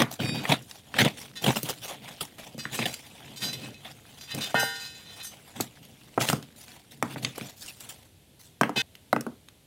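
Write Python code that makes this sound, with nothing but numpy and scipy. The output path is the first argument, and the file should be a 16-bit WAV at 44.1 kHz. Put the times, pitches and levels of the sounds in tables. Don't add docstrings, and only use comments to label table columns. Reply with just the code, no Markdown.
import sys
import numpy as np
from scipy import signal
from scipy.fft import rfft, irfft, next_fast_len
from scipy.io import wavfile
from scipy.ndimage import uniform_filter1d, map_coordinates

SR = 44100
rng = np.random.default_rng(int(sys.argv[2]) if len(sys.argv) > 2 else 0)


def inscribe(sig):
    pcm = np.round(np.clip(np.atleast_2d(sig).T, -1, 1) * 32767)
    wavfile.write(sys.argv[1], SR, pcm.astype(np.int16))


N = 426006

# f/Hz, level/dB
CRUNCH_SPECTRUM = [(120, -22.5), (350, -2), (750, 7), (1200, -4.5), (3500, 2.5), (4800, -16.5), (9000, -45)]
# f/Hz, level/dB
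GRIT_SPECTRUM = [(1500, -11), (4500, -3), (9000, -4.5), (15500, -10)]
RELEASE_T60_S = 0.22


def knocks(clack_t60_s=0.019, tick_t60_s=0.015, thud_t60_s=0.25, tail_t60_s=0.26, tail_db=-19, dust_db=-24):
    # t/s, thud/dB, clack/dB, tick/dB, clack f/Hz
    chunk_hits = [(0.0205, -31.5, -22, -27, 1350), (0.4536, -56, -29, -47, 1970),
                  (0.941, -54, -34, -46, 1750), (1.018, -26, -24, -33, 2410), (1.049, -36, -31, -32, 1980),
                  (1.631, -36.5, -33, -33, 9050), (2.545, -44.5, -54, -59, 324), (2.58, -45, -43, -46, 376),
                  (2.654, -42.5, -32, -65, 1565), (2.79, -34.5, -33.5, -56, 1000),
                  (2.941, -70, -44, -34, 3870), (4.348, -45, -50, -34, 2240), (4.544, -33, -22, -41, 660),
                  (4.63, -42, -28, -50, 540), (5.602, -36.5, -28.5, -47, 473), (6.177, -32, -23, -45, 670),
                  (6.18, -38, -24, -79, 800), (6.211, -40, -29, -32.5, 1710),
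                  (6.288, -34, -25.5, -34, 2770), (6.3, -35, -26.5, -25.5, 1100),
                  (6.33, -26, -25.5, -31.5, 680), (7.026, -32.5, -24, -32, 1324),
                  (7.16, -38, -38.5, -70, 1075), (7.248, -40.5, -25.5, -53, 3790),
                  (7.38, -70, -36, -39, 616), (7.411, -39.5, -40, -60, 2230),
                  (8.612, -25, -17.5, -29.5, 778), (8.634, -56, -22, -41.5, 1360),
                  (8.694, -37, -29, -45.5, 546), (9.129, -30, -18, -33, 874),
                  (9.163, -31.5, -24.5, -47, 890), (9.209, -47, -50, -35.5, 1260),
                  (9.266, -34.5, -37, -47.5, 1010)]
    # t/s, clack/dB
    pebble_clicks = [(0.712, -44), (1.085, -41), (2.737, -44), (5.724, -68), (6.427, -49.5), (6.6814, -51),
                     (6.718, -54), (8.953, -50.5), (9.486, -52)]
    pebble_hits = [(s, db - 19, db, db - 0.5, 3230) for s, db in pebble_clicks]
    out, t, n_modes = np.zeros(N), np.arange(SR // 4) / SR, 16
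    radiation = signal.butter(2, 230, "high", fs=SR, output="sos")
    for s, thud_db, clack_db, tick_db, hz in chunk_hits + pebble_hits:
        ratios = np.exp(np.linspace(-1.3, .9, n_modes) + rng.normal(0, 0.11, n_modes))
        modes_hz = np.minimum(hz * ratios, SR / 3)[:, None]
        weights = rng.choice([-1, 1], (n_modes, 1)) / (1 + (np.log(modes_hz / hz) / 0.55) ** 2)
        tones = (weights * np.sin(2 * np.pi * modes_hz * t)).sum(0)
        ring = signal.sosfilt(radiation, tones * decay(t, clack_t60_s))
        scatter = unit(signal.fftconvolve(noise(len(t)), ring * np.exp(-t * hz / 2))[:len(t)])
        clack = unit(ring, 0.0014) + amp(tail_db) * scatter * decay(t, tail_t60_s)
        tick = patchy(noise(len(t)), GRIT_SPECTRUM)
        tick *= decay(t, tick_t60_s) + amp(dust_db) * decay(t, tail_t60_s)
        force = (t == 0) + 0.028 * noise(len(t)) * decay(t, thud_t60_s)
        add(out, s, amp(thud_db) * unit(ground(force, s), 0.041))
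        add(out, s, amp(clack_db) * unit(clack, 0.013))
        add(out, s, amp(tick_db) * unit(tick, 0.0071))
    return out


def slips(rise_s=0.0024, thud_t60_s=0.069, crunch_t60_s=0.12, grit_t60_s=0.13):
    # t/s, length/s, thud/dB, crunch/dB, grit/dB
    slip_events = [(0.001, 0.016, -26, -21, -33), (0.115, 0.028, -48, -44, -39),
                   (0.195, 0.081, -31, -37.5, -49), (0.493, 0.022, -24.5, -26, -35.5),
                   (0.519, 0.0028, -35, -20, -33.5), (0.987, 0.048, -27.5, -20.5, -29.5),
                   (1.048, 0.016, -25, -24.5, -38), (1.441, 0.0072, -29.5, -24, -32.5),
                   (1.466, 0.045, -22, -25.5, -37), (1.56, 0.015, -33, -28.5, -32),
                   (1.689, 0.0033, -46, -32, -31), (2.21, 0.017, -40.5, -35.5, -33),
                   (2.79, 0.071, -39.5, -33, -45), (2.857, 0.011, -35.5, -25, -34),
                   (5.608, 0.0091, -46, -43, -26), (7.228, 0.025, -37, -44, -44),
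                   (8.763, 0.0076, -33, -36, -40.5)]
    out, n, lead_s = np.zeros(N), SR // 4, 0.02
    t = np.arange(n) / SR - lead_s
    attack = np.exp(np.minimum(t, 0) / rise_s)
    for s, length_s, thud_db, crunch_db, grit_db in slip_events:
        fading_s = np.maximum(t - 0.54 * length_s, 0)
        sliding = (t >= 0) & (t < length_s)
        judder = amp(2.66 * wobble(246.7, n))
        thud = ground(noise(n) * attack * decay(fading_s, thud_t60_s), s)
        crunch = patchy(grains(n, per_s=1200, spread_db=-2, hiss=0.41), CRUNCH_SPECTRUM)
        crunch *= judder * attack * decay(fading_s, crunch_t60_s)
        grit = patchy(grains(n, per_s=3700, spread_db=3.0, hiss=0.25), GRIT_SPECTRUM)
        grit *= judder * attack * decay(fading_s, grit_t60_s)
        for layer, db in (thud, thud_db), (crunch, crunch_db), (grit, grit_db):
            add(out, s - lead_s, amp(db) * layer / rms(layer[sliding]))
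    return out


def ground(force, s=0, pavement_from_s=8.5):
    # f/Hz, width/Hz, level/dB
    slab_modes = [(131, 20.6, 6.5), (231, 41, 2), (296, 29, 0), (460, 220, -10)]

    def response(f):
        return sum((-1) ** k * amp(db) * 1j * f * width / (hz * hz - f * f + 1j * f * width)
                   for k, (hz, width, db) in enumerate(slab_modes))

    order, low_hz = (2, 210) if s > pavement_from_s else (4, 90)
    band = signal.butter(order, [low_hz, 650], "band", fs=SR, output="sos")
    return signal.sosfilt(band, filtered(force, response))


def grinding(work_end_s=8.15, flurries_per_s=55, flurry_s=0.002, crumb_db=-8.5):
    # t/s, length/s, rumble/dB, scrape/dB, grit/dB
    drags = [(0.2, 0.35, -35, -37.5, -47.5), (0.944, 0.13, -39, -35, -46), (1.162, 0.19, -53, -49.5, -48),
             (1.415, 0.15, -40, -37.5, -33.5), (1.629, 0.25, -54.5, -44, -41), (1.897, 0.27, -55, -49, -60),
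             (2.381, 0.071, -51, -45.5, -48), (2.714, 0.2, -43, -40.5, -40.5), (3.158, 0.3, -55, -55, -65),
             (3.392, 0.32, -41.5, -43, -50.5), (3.846, 0.063, -53.5, -48, -64),
             (4.334, 0.15, -41.5, -43, -45), (5.557, 0.082, -42, -44.5, -48),
             (6.192, 0.12, -66, -33, -32.5), (7.093, 0.19, -43, -45.5, -51), (7.346, .13, -61, -45, -44)]
    # t/s, length/s, level/dB
    brushes = [(0.612, 0.15, -56), (6.557, 0.072, -46), (6.91, 0.036, -51.5), (7.558, 0.21, -44),
               (7.8, 0.03, -48), (7.889, 0.015, -41.5), (8.39, 0.066, -44.5)]
    settling_db = (-60.5, -58.5, -59)
    working = np.clip((work_end_s - np.arange(N) / SR) / RELEASE_T60_S, 0, 1)
    gains = np.outer(amp(settling_db), working)
    rumble_gain, scrape_gain, grit_gain = gains
    for s, length_s, *levels_db in drags:
        for gain, db in zip(gains, levels_db):
            add(gain, s, amp(db) * stroke(length_s))
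    for s, length_s, db in brushes:
        add(grit_gain, s, amp(db) * stroke(length_s))
    sand_breaks = (rng.random(N) < flurries_per_s / SR) * rng.uniform(.5, 3.2, N)
    flurries = signal.lfilter([1], [1, -np.exp(-1 / (flurry_s * SR))], sand_breaks)
    catch = unit(amp(2.48 * wobble(70) + 3.7 * wobble(12)) * (1 + 0.38 * flurries))
    rumble = amp(3.0 * wobble(14)) * unit(ground(noise(N)))
    scrape = catch * patchy(grains(N, per_s=4000, spread_db=1.5, hiss=0.91), CRUNCH_SPECTRUM, depth_db=3.5)
    grit = catch * patchy(grains(N, per_s=4000, spread_db=5.5, hiss=1.0), GRIT_SPECTRUM)
    return rumble_gain * rumble + scrape_gain * (scrape + amp(crumb_db) * crumbs()) + grit_gain * grit


def crumbs(per_s=70, centre_hz=3600, spread_oct=0.86, decay_cycles=1.2):
    out, t = np.zeros(N), np.arange(SR // 100) / SR
    for when, pitch, size in rng.random((int(per_s * N / SR), 3)):
        hz = centre_hz * 2 ** (spread_oct * np.tan(2 * pitch - 1))
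        click = np.sin(2 * np.pi * hz * t) * np.exp(-t * hz / decay_cycles)
        add(out, when * N / SR, amp(-4 * np.log(size + .05)) * click)
    return unit(out)


def steel_bar(shimmer_db=-9):
    # f/Hz, level/dB
    bending_modes = [(458, 4), (794, -1), (966, -6), (1443, -4), (1558, -2), (1834, 0), (2084, -6),
                     (2566, 3), (2922, -4), (3095, -2), (3472, -3), (3537, -6), (3621, -5), (3991, 1),
                     (4164, -6), (4624, -8), (4838, -3), (4975, -6), (5555, -9), (5687, -8), (6171, -6),
                     (6557, -10), (6924, -7)]
    # from/Hz, to/Hz, spacing/Hz
    shimmer_hz = (7500, 15500, 490)
    high_modes = [(hz + shimmer_hz[2] * (rng.random() - .5), shimmer_db) for hz in np.arange(*shimmer_hz)]
    modes = bending_modes + high_modes
    return bar_clangs_and_screech(modes) + bar_rubs(modes)


def bar_clangs_and_screech(modes):
    # t/s, level/dB, contact f/Hz, t60/s, rise/s, time to stop/s, chatter share
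    contacts = [(4.546, -24.5, 1400, 0.6, 0.0043, 0.79, 0.56),
                (4.58, -35.5, 4400, 1.3, 0.0022, 0.84, 0.027), (8.758, -26.5, 3300, 0.93, 0.01, 0.06, 0.9)]
    out, t = np.zeros(N), np.arange(SR * 3 // 4) / SR
    for s, db, contact_hz, t60_s, rise_s, stop_s, share in contacts:
        ring = bar_ring(modes, t, contact_hz, t60_s)
        chatter = signal.fftconvolve(noise(len(t)) * decay(t, .5), ring * decay(t, 0.042))[:len(t)]
        rough_ring = unit(ring, 0.086) + share * unit(chatter, 0.03)
        attack = 1 - np.exp(-t / rise_s)
        damping = np.exp(-np.maximum(t - stop_s, 0) / .001)
        add(out, s, amp(db) * rough_ring * attack * damping)
    return out


def bar_rubs(modes, pressed_t60_s=0.14, scratch_db=-8):
    # t/s, length/s, level/dB, contact f/Hz
    rubs = [(1.355, 0.015, -40, 3600), (1.557, 0.011, -38, 12000), (2.58, 0.028, -40, 5200),
            (2.76, 0.19, -44, 6100), (3.356, 0.058, -44, 6000), (3.416, 0.008, -33, 5000),
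            (3.45, 0.0081, -38, 5000), (3.528, 0.014, -36, 4500), (3.605, 0.17, -51, 3400),
            (4.178, 0.15, -50.5, 5700), (4.271, 0.17, -42.5, 3300), (4.4, 0.062, -36, 4370),
            (4.591, 0.05, -34, 8500), (4.748, 0.13, -43, 5500), (5.04, 0.2, -48, 3300),
            (5.226, 0.032, -41, 9000), (6.284, 0.021, -35.5, 8750)]
    out, t = np.zeros(N), np.arange(SR // 5) / SR
    highpass = signal.butter(2, 1000, "high", fs=SR, output="sos")
    for s, length_s, db, contact_hz in rubs:
        force = stroke(length_s)
        n, span_s = len(force), length_s + pressed_t60_s / 10
        force *= amp(5.4 * wobble(58.8, n))
        hits = signal.sosfilt(highpass, force * grains(n, per_s=600, spread_db=3.0, hiss=0.32))
        ring = signal.fftconvolve(hits, bar_ring(modes, t, contact_hz, pressed_t60_s))[:n]
        lowpass = signal.butter(1, min(contact_hz, SR / 3), fs=SR, output="sos")
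        scratch = signal.sosfilt(lowpass, hits)
        add(out, s, amp(db) * (unit(ring, span_s) + amp(scratch_db) * unit(scratch, span_s)))
    return out


def bar_ring(modes, t, contact_hz, t60_s, half_width_oct=0.82):
    ring = np.zeros(len(t))
    for hz, db in modes:
        coupling = 1 / (1 + (np.log2(hz / contact_hz) / half_width_oct) ** 2)
        ring += coupling * amp(db + 2 * rng.standard_normal()) * np.sin(2 * np.pi * (hz * t + rng.random()))
    return ring * decay(t, t60_s)


def squeal(stutter_db=3.5, rough_rad=0.45, glide_per_s=0.049):
    # t/s, level/dB
    envelope = [(.2, -58), (.23, -37), (.3, -32), (.375, -35), (.455, -51)]
    # f/Hz, level/dB
    blade_tones = [(2476, -38.5), (3736, -38), (4640, -34.5), (5100, -50), (5426, -46), (7418, -49),
                   (9674, -49), (10487, -59)]
    times_s, levels_db = np.transpose(envelope)
    n = int(times_s[-1] * SR)
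    t, shake, tones = np.arange(n) / SR, wobble(152.4, n), np.zeros(n)
    glide_clock = t + glide_per_s * (t - times_s.mean()) ** 2 / 2
    for hz, db in blade_tones:
        gain = amp(db + 2.3 * wobble(35.3, n))
        jitter = rough_rad * (shake + 2 * wobble(69.4, n))
        tones += gain * np.sin(2 * np.pi * hz * glide_clock + jitter)
    stutter = amp(stutter_db * wobble(59.6, n))
    swell = amp(np.interp(t, times_s, levels_db)) * (t > times_s[0])
    return np.pad(swell * unit(tones * stutter), (0, N - n))


def background(level_db=-58):
    # f/Hz, level/dB
    air_spectrum = [(25, -31.5), (80, -0.5), (137, -3.5), (840, -20), (1160, -28.5), (3520, -20),
                    (5280, -28), (11900, -26), (16000, -36.5)]
    return amp(level_db + wobble(2.4)) * unit(coloured(noise(N), air_spectrum))


def stroke(length_s, swell_share=0.1, sag_db=7.5):
    t = np.arange(int((length_s + .4) * SR)) / SR
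    swell = np.minimum(t / (swell_share * length_s), 1)
    sag = amp(-sag_db * np.minimum(t / length_s, 1))
    return swell * sag * decay(np.maximum(t - length_s, 0), RELEASE_T60_S)


def grains(n, per_s, spread_db, hiss):
    sizes = amp(spread_db * np.minimum(rng.exponential(size=n), 4)) * rng.choice([-1, 1], n)
    return unit(sizes * (rng.random(n) < per_s / SR)) + hiss * noise(n)


def patchy(x, spectrum, depth_db=4.5):
    frames = signal.stft(coloured(x, spectrum), nperseg=512)[2]
    patches = uniform_filter1d(noise(frames.shape), size=6, axis=0)
    patches = uniform_filter1d(patches, size=5, axis=1)
    return unit(signal.istft(frames * amp(depth_db * unit(patches)), nperseg=512)[1][:len(x)])


def coloured(x, spectrum, size=1024):
    hz, db = np.transpose(spectrum)
    bins_db = np.interp(np.log(np.fft.rfftfreq(size, 1 / SR) + 1), np.log(hz), db)
    cepstrum = irfft(np.log(amp(bins_db)))
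    cepstrum[1:size // 2] *= 2
    cepstrum[size // 2 + 1:] = 0
    return signal.fftconvolve(x, irfft(np.exp(rfft(cepstrum))))[:len(x)]


def filtered(x, response):
    size = next_fast_len(len(x) + 8192)
    return irfft(rfft(x, size) * response(np.fft.rfftfreq(size, 1 / SR)), size)[:len(x)]


def wobble(knots_per_s, n=N):
    return map_coordinates(noise(int(n * knots_per_s / SR) + 4), [np.arange(n) * knots_per_s / SR])


def noise(shape):
    return rng.standard_normal(shape)


def amp(db):
    return 10 ** (np.asarray(db) / 20)


def decay(t, t60_s):
    return amp(-60 * t / t60_s)


def rms(x):
    return np.sqrt(np.mean(x ** 2) + 1e-20)


def unit(x, span_s=None):
    return x / rms(x[:int(span_s * SR) if span_s else None])


def add(track, s, x):
    x = x[max(0, -round(s * SR)):]
    part = track[max(0, round(s * SR)):][:len(x)]
    part += x[:len(part)]


def scene():
    return (knocks() + slips() + grinding() + steel_bar() + squeal() + background())[None]


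def record(dry, cutoff_hz=16000):
    return filtered(dry[0], lambda hz: 1 / (1 + (hz / cutoff_hz) ** 120))[None]


dry = scene()
out = record(dry)
inscribe(out)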